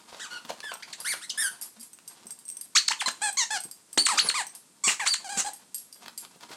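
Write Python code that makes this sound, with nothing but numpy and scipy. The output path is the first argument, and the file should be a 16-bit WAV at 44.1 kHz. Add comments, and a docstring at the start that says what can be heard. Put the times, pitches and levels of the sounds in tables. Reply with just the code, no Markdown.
"""Two plush squeaky toys squeal as a dog chews and shakes them on a rug in a small room.
Each bite drives air through a plastic reed: a gentle squeeze makes it bleat, and a hard bite
flips it up to a whistle until the jaws ease. Metal tags jingle on the collar, fabric rustles,
jaws knock, teeth click and paws thump, all over a faint steady hiss."""
import sys
import numpy as np
from scipy import signal
from scipy.fft import rfft, irfft
from scipy.io import wavfile
from scipy.ndimage import uniform_filter1d

SR = 44100
rng = np.random.default_rng(int(sys.argv[2]) if len(sys.argv) > 2 else 0)


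def waveform_to_disk(signal):
    """Save audio, clipped to [-1, 1], as 16-bit WAV at the path in sys.argv[1]."""
    frames = np.transpose(np.atleast_2d(signal))
    scaled = np.clip(frames, -1, 1) * 32767
    samples = np.round(scaled).astype(np.int16)
    wavfile.write(sys.argv[1], SR, samples)


N = 289294
TIME = np.arange(N) / SR
TOP_HZ = 16000


def amp(db):
    """Turns decibels into a gain."""
    return 10 ** (np.asarray(db) / 20)


def unit(x):
    """Scales a signal to an average (rms) size of 1."""
    return x / np.sqrt(np.mean(x ** 2) + 1e-20)


def look_up(points, hz):
    """Reads between the rows of a table, on a log-frequency scale."""
    f, value = np.transpose(points)
    return np.interp(np.log(hz + 1), np.log(f + 1), value)


def add(mix, start_s, sound):
    """Mixes a sound in at its start time."""
    part = mix[max(round(start_s * SR), 0):][:len(sound)]
    part += sound[:len(part)]


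def colour(x, spectrum):
    """Gives a signal a colour (its balance of low and high), at size 1."""
    gain = amp(look_up(spectrum, np.fft.rfftfreq(len(x), 1 / SR)))
    return unit(irfft(rfft(x) * gain, len(x)))


def noise(spectrum, samples=N):
    """Steady noise of a given colour."""
    return colour(rng.standard_normal(samples), spectrum)


def wander(rate_hz):
    """Smooth random motion, up to about the given rate."""
    hz = np.fft.rfftfreq(N, 1 / SR)
    return unit(irfft(rfft(rng.standard_normal(N)) / (1 + (hz / rate_hz) ** 4), N))


def swells(rows):
    """Bell-shaped rises and falls in loudness."""
    return sum(amp(db) * np.exp(-((TIME - middle) / half) ** 2) for middle, db, half in rows)


def hits(rows, spectrum, gain_db, fade_s):
    """Short bursts of noise, coloured by what is hit."""
    out, t = np.zeros(N), TIME[:SR // 5]
    for start, db in rows:
        add(out, start, amp(db + gain_db) * rng.standard_normal(len(t)) * np.exp(-t / fade_s))
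    shape = amp(look_up(spectrum, np.fft.rfftfreq(N, 1 / SR)))
    return irfft(rfft(out) * unit(shape), N)


# colour of the background: f/Hz, level/dB
HISS_COLOUR = [(30, -36), (70, -8), (215, 9.5), (499, 0), (2750, -5.5), (6720, -1.5), (8520, 3.5),
               (14000, -15.5), (16000, -61)]

def background_hiss():
    """A faint, steady hiss."""
    return amp(-60.5) * noise(HISS_COLOUR)


# how restlessly the dog shifts the plush: t/s, level/dB
FIDGET = [(0, -63.5), (0.9, -57), (1.5, -59.5), (2.0, -69), (2.2, -60.5), (2.7, -68), (3.1, -59.5),
          (3.6, -64), (3.85, -71), (4.3, -51.5), (4.7, -74), (5.3, -60), (5.85, -73), (6.1, -60.5),
          (6.35, -64.5), (6.56, -64)]
# plush dragged along: middle t/s, level/dB, half length/s
STROKES = [(0.16, -54.5, 0.11), (0.36, -53.5, 0.042), (0.502, -52, 0.052), (2.207, -65, 0.036),
           (4.155, -34, 0.019), (4.259, -45, 0.053), (6.052, -49.5, 0.038), (6.443, -51, 0.025),
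           (6.529, -43, 0.024)]
# colours of the swish and the shuffle: f/Hz, level/dB
FABRIC_COLOUR = [(120, -45), (400, -0.5), (900, 11), (2000, 2), (4500, 3.5), (8000, -2.5), (12000, -12),
                 (16000, -29)]
SHUFFLE_COLOUR = [(25, -41), (90, -16), (150, -6.5), (230, 1), (350, -1), (700, -33), (2000, -54)]

def rustle(restless_db=5, snaps_per_s=480):
    """Plush rubs on fur and rug: a soft swish, snapping fibres and a dull shuffle."""
    fidget = amp(np.interp(TIME, *np.transpose(FIDGET)) + restless_db * wander(15.7))
    snaps = (rng.random(N) < snaps_per_s / SR) * rng.choice([-1, 1], N)
    snap_db = 2.5 * np.minimum(rng.exponential(1, N), 4)
    fibres = amp(-5.5) * colour(snaps * amp(snap_db), FABRIC_COLOUR)
    swish = noise(FABRIC_COLOUR) * amp(-4 + 4.7 * wander(41))
    shuffle = amp(-12) * noise(SHUFFLE_COLOUR)
    return (fidget + swells(STROKES)) * (swish + fibres + shuffle)


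# jaws closing: t/s, level/dB
KNOCKS = [(0.128, -31), (0.146, -31), (0.504, -20), (0.641, -29), (0.718, -23), (0.755, -30.5),
          (1.139, -24.5), (3.081, -22), (3.976, -14.5), (4.879, -18.5)]
# colour of a knock: f/Hz, level/dB
KNOCK_COLOUR = [(200, -22), (500, -5), (900, 3), (1600, -10), (4000, -10.5), (15000, -42)]

def jaw_knocks():
    """Jaws close on the plush with a dull knock."""
    return hits(KNOCKS, KNOCK_COLOUR, gain_db=-5, fade_s=.0029)


def bleat(start, length, rise, first_hz, top_hz, last_hz, sag, db, mouth_hz, boost_db, overtones_db):
    """One gentle squeeze for the reed: pressure builds and sags, and pitch and loudness follow."""
    t = np.arange(0, length, 1 / SR)
    building = 1 - np.sin(np.pi / 2 * np.minimum(t / rise, 1))
    spent = np.clip((t - rise) / (length - rise), 0, 1)
    hz = top_hz + (first_hz - top_hz) * building + (last_hz - top_hz) * spent ** sag
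    blow_db = db + 1.5 * np.log2(hz / top_hz) - .5 * building - 5.5 * spent ** (5 * sag)
    attack_s = max(.0028, .14 * rise)  # a slow squeeze gets the reed going later
    return start, attack_s, hz, blow_db, mouth_hz, boost_db, overtones_db


# colour of the air hissing through the reed's slit: f/Hz, level/dB
SLIT_COLOUR = [(300, -22.5), (1200, -1.5), (4000, -12), (8000, 11), (11000, 0), (16000, -23)]

def reed(squeezes, body, *, jitter, waver, shimmer, flutter_db, air_db, full_blow_db, mellow, smear_s,
         mouth_width_hz, treble_db_per_octave, uneven_db, hollow_db):
    """A reed chops air into uneven pulses; the squeaker's body weights and delays their overtones."""
    out, air, rush = np.zeros(N), noise(SLIT_COLOUR), swells(RUSHES)
    wobble, rasp, flutter = wander(730), wander(520), wander(60)
    harmonic = np.arange(1, 21)[:, None]
    is_overtone = harmonic > 1
    for start, attack_s, pitch, blow_db, mouth_hz, boost_db, overtones_db in squeezes:
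        t = TIME[:len(pitch)]
        span = round(start * SR) + np.arange(len(t))
        # above about 2540 Hz the tube steadies the reed; rushing air shakes it
        loose = 1 / np.hypot(1, pitch / 2540)
        rattle = loose * (1 + 4 * np.minimum(rush[span] / amp(blow_db), 1))
        bend = jitter * rattle * wobble[span] + waver * loose * flutter[span]
        hz = np.exp(uniform_filter1d(np.log(pitch), size=90) + bend)
        phase = 2 * np.pi * np.cumsum(hz) / SR
        harmonic_hz = harmonic * hz
        # a weakly blown reed no longer slaps shut, so its overtones fade
        weak_db = np.minimum(blow_db - full_blow_db, 0)
        soft_db = (overtones_db + mellow * weak_db) * is_overtone
        # the dog's mouth boosts one band, favours chance overtones, dulls the top and dips below the band
        mouth_db = boost_db * np.exp(-((harmonic_hz - mouth_hz) / mouth_width_hz) ** 2)
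        mouth_db += uneven_db * rng.standard_normal(harmonic.shape) * is_overtone
        mouth_db += treble_db_per_octave * np.maximum(np.log2(harmonic_hz / mouth_hz), 0)
        mouth_db += hollow_db * np.exp(-((harmonic_hz - .75 * mouth_hz) / 800) ** 2)
        weight = amp(look_up(body, harmonic_hz) + mouth_db + soft_db) * (harmonic_hz < TOP_HZ)
        # high overtones leave the tube later, which smears each pulse
        lag = np.pi * smear_s * harmonic_hz ** 2 / TOP_HZ
        tone = (weight * np.cos(harmonic * phase - lag)).sum(0) / np.sqrt((weight ** 2).sum(0) / 2)
        # no two slaps are equally strong
        tone *= (1 + shimmer * rattle * rasp[span]) / np.hypot(1, shimmer * rattle)
        # air hisses whenever the reed opens, and stands out more in a weak squeeze
        hiss = amp(air_db - .5 * weak_db) * air[span] * (1 + .5 * np.cos(phase))
        fades = np.clip(t / attack_s, 0, 1) * np.clip((t[-1] - t) / .0022, 0, 1)
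        add(out, start, amp(blow_db + flutter_db * flutter[span]) * fades * (tone + hiss))
    return out


# gentle squeezes and refills: t/s, length/s, rise/s, first f/Hz, top f/Hz, last f/Hz,
# sag (under 1 drops early), level/dB, mouth f/Hz, mouth boost/dB, overtones/dB
SMALL_BLEATS = [ (.194, 0.078, 0.028, 1250, 1974, 1106, 0.67, -39, 7140, 11.5, 5.5),
                (.304, 0.082, 0.041, 1382, 1480, 1300, 1.46, -42, 4750, -1, 12),
                (.628, 0.11, 0.0077, 1637, 1771, 1269, 1.82, -39.5, 8200, -14, 6),
                (.823, 0.014, 0.014, 1360, 2470, 2263, 1, -37.5, 5500, 1, 10.5),
                (1.043, 0.1, 0.06, 1270, 2281, 1266, 1.2, -30.5, 9670, 7.5, 3),
                (1.21, 0.045, 0.038, 1200, 2053, 1620, 1.2, -41.5, 8550, 8, 7.5),
                (1.374, 0.11, .015, 1630, 1896, 1413, 0.98, -28, 9570, 14, -0.5)]
# hard bites and releases: start t/s, flip t/s, end t/s, glide/s, from f/Hz, to f/Hz,
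# level/dB, change at the whistling end/dB, mouth f/Hz, mouth boost/dB
SMALL_SWOOPS = [ (0.926, 0.9333, .938, 0.0025, 4880, 1470, -33.5, 0, 6700, 21.5),
                (1.294, 1.3, 1.31, 0.0035, 5740, 2850, -28.5, -7, 6760, 14)]
# colour of the squeaker through its plush: f/Hz, level/dB
SMALL_BODY = [(200, -30), (900, 18), (1600, 5), (3000, -3), (4700, -7), (6800, -11), (9200, -9),
              (11000, -8), (14500, -10)]

def small_toy():
    """The small toy's reed squeaks high and raspy."""
    squeezes = [bleat(*row) for row in SMALL_BLEATS] + [swoop(*row) for row in SMALL_SWOOPS]
    return amp(-1.5) * reed(
        squeezes, SMALL_BODY, jitter=.013, waver=.026, shimmer=.26, flutter_db=.5,
        air_db=-16, full_blow_db=-54.5, mellow=.16, smear_s=.00082,
        mouth_width_hz=4440, treble_db_per_octave=-35.5, uneven_db=.5, hollow_db=-7.5)


# teeth and claws striking: t/s, level/dB
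TICKS = [(0.45, -31), (0.505, -29.5), (0.604, -23.5), (1.988, -35), (5.463, -24.5), (6.061, -27.5),
         (6.082, -24), (6.25, -29), (6.409, -31.5)]
# colour of a tick: f/Hz, level/dB
TICK_COLOUR = [(200, -10), (1000, 0), (4200, 0), (15000, -21)]

def tooth_ticks():
    """Hard teeth and claws make tiny, bright clicks."""
    return hits(TICKS, TICK_COLOUR, gain_db=-6, fade_s=.0013)


# landings on the rug: t/s, level/dB
THUMPS = [(0.452, -42), (0.502, -42), (2.256, -44), (3.078, -43), (3.655, -45), (3.976, -30), (4.135, -47),
          (4.246, -40), (4.876, -39), (5.375, -38), (6.359, -48), (6.504, -44)]
# colour of a thump: f/Hz, level/dB
THUMP_COLOUR = [(25, -26), (90, -27), (150, -5), (240, 3), (380, -4), (700, -14.5), (2000, -31)]

def rug_thumps():
    """Paws and toy hit the rug with a low thud."""
    return hits(THUMPS, THUMP_COLOUR, gain_db=3, fade_s=.006)


def tag(notes, t, bounce_size, bounces_per_s, bounce_fade_s):
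    """A struck tag bounces and rings; each strike lands elsewhere and mixes its notes differently."""
    bounces = bounce_size * (rng.random(len(t)) < bounces_per_s / SR)
    bounces *= rng.standard_normal(len(t)) * np.exp(-t / bounce_fade_s)
    bounces[0] = 1  # the strike itself
    hz, db, ring_s = np.transpose(notes)[:, :, None]
    size = amp(db + 3 * rng.standard_normal(hz.shape))
    hz = hz * (1 + .006 * rng.standard_normal(hz.shape))
    waves = np.sin(2 * np.pi * (hz * t + rng.random(hz.shape))) * amp(-60 * t / ring_s)
    ring = (size * waves).sum(0) / np.linalg.norm(size)
    muffle = .16 + .84 * np.exp(-t / .004)  # the tags damp each other
    return signal.fftconvolve(bounces, ring * muffle)[:len(t)]


# tags meeting: t/s, large tag level/dB, small tag level/dB
CLINKS = [(0.738, -27.5, -55), (1.002, -51, -36.5), (1.613, -41, -33.5), (1.623, -41, -33),
          (1.797, -39, -49), (1.809, -48, -39.5), (1.8292, -36, -43), (1.932, -32, -58), (2.0772, -26, -43),
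          (2.2687, -31.5, -51.5), (2.3065, -24.5, -44), (2.389, -38, -50), (2.453, -31, -62),
          (2.481, -30, -64), (2.4887, -23.5, -57), (2.5005, -22, -64), (2.515, -30, -57),
          (2.5696, -23.5, -64), (2.6114, -24.5, -40.5), (3.1138, -31, -57), (3.3284, -26, -48),
          (3.604, -28, -39), (3.6371, -24, -49), (3.7123, -30.5, -42.5), (3.9297, -29.5, -44),
          (4.468, -25.5, -59), (4.5507, -32, -41), (5.534, -32, -41.5), (5.7451, -24.5, -33.5),
          (5.7812, -45, -38.5), (5.9266, -39, -45), (6.177, -30, -32.5)]
# notes of each freely ringing tag: f/Hz, level/dB, time to fade by 60 dB/s
LARGE_TAG = [(5630, -12.5, 0.058), (6150, -8, 0.049), (8436, 0.5, 0.072), (8390, 9.5, 0.13),
             (13600, -15, 0.092), (14200, -13, 0.1)]
SMALL_TAG = [(4818, -3.5, .15), (5507, -9, .12), (7440, -4, .12), (8398, -6, .12), (8861, -6, .18),
             (9771, -13, .12), (10830, -1, .14), (11370, 0, .15), (13640, -13, .15), (14560, -14, .14)]

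def collar():
    """Two metal tags strike each other and ring briefly; the light one chatters."""
    out, t = np.zeros(N), TIME[:SR // 3]
    # metal touching metal: f/Hz, level/dB
    contact_colour = [(300, -40), (1500, -9), (3500, -1), (5200, 2), (10000, 12.5), (15000, -22)]
    onset = 1 - np.exp(-t / .00036)
    for start, large_db, small_db in CLINKS:
        small = tag(SMALL_TAG, t, bounce_size=.5, bounces_per_s=250, bounce_fade_s=.025)
        large = tag(LARGE_TAG, t, bounce_size=.4, bounces_per_s=120, bounce_fade_s=.02)
        ringing = amp(large_db - .5) * large + amp(small_db + 5.5) * small
        tick = amp(large_db - 9.5) * np.exp(-t / .00098)
        chatter = amp(small_db - 8.5) * np.exp(-t / .034)
        add(out, start, ringing * onset + (tick + chatter) * noise(contact_colour, len(t)))
    return out


def swoop(start, flip, end, glide, from_hz, to_hz, db, whistle_db, mouth_hz, boost_db):
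    """A hard bite flips the reed up to a whistle, or easing jaws let it fall, along an S-curve."""
    t = np.arange(start, end, 1 / SR) - flip
    hz = from_hz * (to_hz / from_hz) ** (.5 + .5 * t / np.hypot(t, glide))
    from_flip = np.where(t < 0, t / (start - flip), t / (end - flip))
    whistling = t * (to_hz - from_hz) > 0
    blow_db = db + np.where(whistling, whistle_db, -7.5) * from_flip ** 2
    attack_s, overtones_db = .0029, 0
    return start, attack_s, hz, blow_db, mouth_hz, boost_db, overtones_db


def low_tone(middle_s=1.795, half_s=.025, db=-54.5, hz=228, hz_per_s=930):
    """A faint low tone rises briefly as the dog lowers its head."""
    t = TIME - middle_s
    phase = 2 * np.pi * (hz + hz_per_s * t / 2) * t
    return swells([(middle_s, db, half_s)]) * np.sqrt(2) * np.sin(phase)


# the large toy's squeezes, bites and colour, with the same columns as the small toy's
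LARGE_BLEATS = [ (3.058, 0.02, 0.0035, 990, 1034, 1017, 0.87, -22, 7800, 4.9, -2.5),
                (3.08, 0.013, 0.002, 1490, 1895, 993, 0.98, -21, 6900, 2.8, 5),
                (3.216, 0.087, 0.025, 765, 848, 783, 1.24, -26, 8150, 7.7, 1.5),
                (3.37, 0.072, 0.019, 1031, 1144, 890, 0.53, -21, 6730, 11.9, 5),
                (3.504, 0.076, 0.015, 803, 875, 682, 1.67, -27.5, 8800, 1, 5),
                (4.085, 0.063, 0.014, 870, 1335, 766, 0.41, -23.5, 8500, 8.9, -4),
                (4.34, 0.084, 0.021, 903, 1241, 701, 1.04, -26, 7850, 6, 2),
                (4.837, 0.051, 0.018, 1050, 1182, 1017, 0.71, -20.5, 7500, 16.3, -1),
                (4.877, 0.024, 0.0056, 1570, 2886, 1535, 1.6, -20, 7700, 4, -6),
                (4.995, .054, 0.012, 782, 1188, 760, 0.27, -26, 7660, 1.7, -0.5),
                (5.243, 0.043, 0.012, 810, 797, 698, 0.9, -38, 7900, 7.9, 5),
                (5.288, 0.12, 0.029, 712, 824, 760, 0.69, -34.5, 8100, 10, 1),
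                (5.372, 0.042, 0.01, 833, 1485, 1008, 1.67, -24.5, 7140, 11, 8),
                (5.445, 0.051, 0.028, 763, 831, 765, 1, -32, 8250, 14, -9)]
LARGE_SWOOPS = [ (2.75, 2.7685, 2.79, 0.0071, 1011, 4860, -15, 0.5, 6300, 10.5),
                (2.879, 2.8863, 2.89, 0.0023, 4820, 738, -16, 4.5, 5870, 15.5),
                (2.905, 2.9203, 2.926, 0.0039, 816, 4110, -22.5, 0, 7640, 0.5),
                (2.989, 3.016, 3.03, 0.0069, 3750, 670, -25, -28, 8500, 1.5),
                (3.974, 3.9768, 4.028, 0.0047, 890, 4580, -17, -8, 7600, 2),
                (4.051, 4.0677, 4.073, 0.0046, 4750, 705, -17.5, -1, 7460, 10),
                (4.174, 4.1894, 4.205, 0.00493, 1107, 4780, -16, 2.5, 6800, 3),
                (4.287, 4.301, 4.306, 0.0042, 4615, 897, -23.5, 17, 7240, 0.5),
                (5.059, 5.072, 5.105, 0.0046, 954, 4770, -20.5, -15, 7840, 5.5),
                (5.105, 5.143, 5.148, 0.0038, 4687, 685, -19.5, -8, 6900, 10)]
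LARGE_BODY = [(150, -28), (500, -34), (740, 2.5), (1150, -1.5), (1900, 4), (3200, -6), (4400, -1),
              (5400, -8), (6500, -7.5), (7800, -5), (9300, -7.5), (11000, -18.5), (15000, -31)]

def large_toy():
    """The large toy's reed squeaks lower, louder and clearer."""
    squeezes = [bleat(*row) for row in LARGE_BLEATS] + [swoop(*row) for row in LARGE_SWOOPS]
    return amp(-2) * reed(
        squeezes, LARGE_BODY, jitter=.012, waver=.013, shimmer=.14, flutter_db=1,
        air_db=-19.5, full_blow_db=-19, mellow=.54, smear_s=.00076,
        mouth_width_hz=2200, treble_db_per_octave=-19.5, uneven_db=3.5, hollow_db=-3)


# puffs of air: middle t/s, level/dB, half length/s
RUSHES = [(3.082, -30, 0.0087), (3.44, -47, 0.041), (3.982, -23, 0.0044), (4.073, -32, 0.003),
          (4.11, -47, 0.024), (4.375, -40.5, 0.024), (4.904, -26, 0.032), (5.072, -29.5, 0.016),
          (5.397, -32, 0.024), (5.465, -50.5, 0.076)]
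# colour of a puff: f/Hz, level/dB
RUSH_COLOUR = [(200, -46), (900, -0.5), (2200, 0), (4500, -2), (7800, 3), (11000, -15.5), (16000, -30)]

def air_rush():
    """Air rushes past the reed when the jaws pinch it."""
    return swells(RUSHES) * noise(RUSH_COLOUR)


def thin_whistle(start_s=4.201, length_s=.084, low_hz=8400, top_hz=11000):
    """The hardest bite overblows the large reed into a thin, pure note that rises and falls."""
    progress = np.clip((TIME - start_s) / length_s, 0, 1)
    hz = low_hz + (top_hz - low_hz) * np.sin(np.pi * progress)
    loudness = 2 * amp(-37) * uniform_filter1d(np.sqrt(progress) * (progress < 1), size=200)
    return loudness * np.sin(2 * np.pi * np.cumsum(hz) / SR)


# how long the room rings: f/Hz, time to fade by 60 dB/s
ROOM_RING = [(200, 0.26), (1000, 0.26), (15000, 0.32)]

def room(x, early_db, tail_db, early_fade_s, first_echo_s):
    """Floor and furniture echo within milliseconds; the walls leave a short tail."""
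    t = TIME[:SR // 2]
    echoes_per_s = np.array([[900], [4000]])  # early, late
    signs = rng.choice([-1., 1.], (2, len(t)))
    early, late = signs * (rng.random(signs.shape) < echoes_per_s / SR)
    early *= (t > first_echo_s) * np.exp(-t / early_fade_s)
    hz, age, bands = signal.stft(late * (t > .012), SR, nperseg=256)
    fade = amp(-60 * age / look_up(ROOM_RING, hz)[:, None])
    tail = signal.istft(bands * fade, SR, nperseg=256)[1][:len(t)]
    echo = amp(early_db) * early / np.linalg.norm(early) + amp(tail_db) * tail / np.linalg.norm(tail)
    return x + signal.fftconvolve(x, echo)[:N]


def scene():
    """The toys, the collar and the dog's movements in one room."""
    small = small_toy()
    large = large_toy() + air_rush() + thin_whistle()
    dog = collar() + jaw_knocks() + rug_thumps() + tooth_ticks() + rustle() + low_tone()
    mix = room(small, early_db=-1, tail_db=-5, early_fade_s=.0085, first_echo_s=.0015)
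    mix += room(large, early_db=-9, tail_db=-11.5, early_fade_s=.015, first_echo_s=.006)
    mix += room(dog, early_db=-7, tail_db=-10.5, early_fade_s=.017, first_echo_s=.0015)
    return (mix + background_hiss())[None]


def record(dry):
    """Cuts away the very highest treble."""
    low_pass = signal.firwin(511, TOP_HZ, window=("kaiser", 9), fs=SR)
    return signal.oaconvolve(dry, low_pass[None], "same")


dry = scene()
out = record(dry)
waveform_to_disk(out)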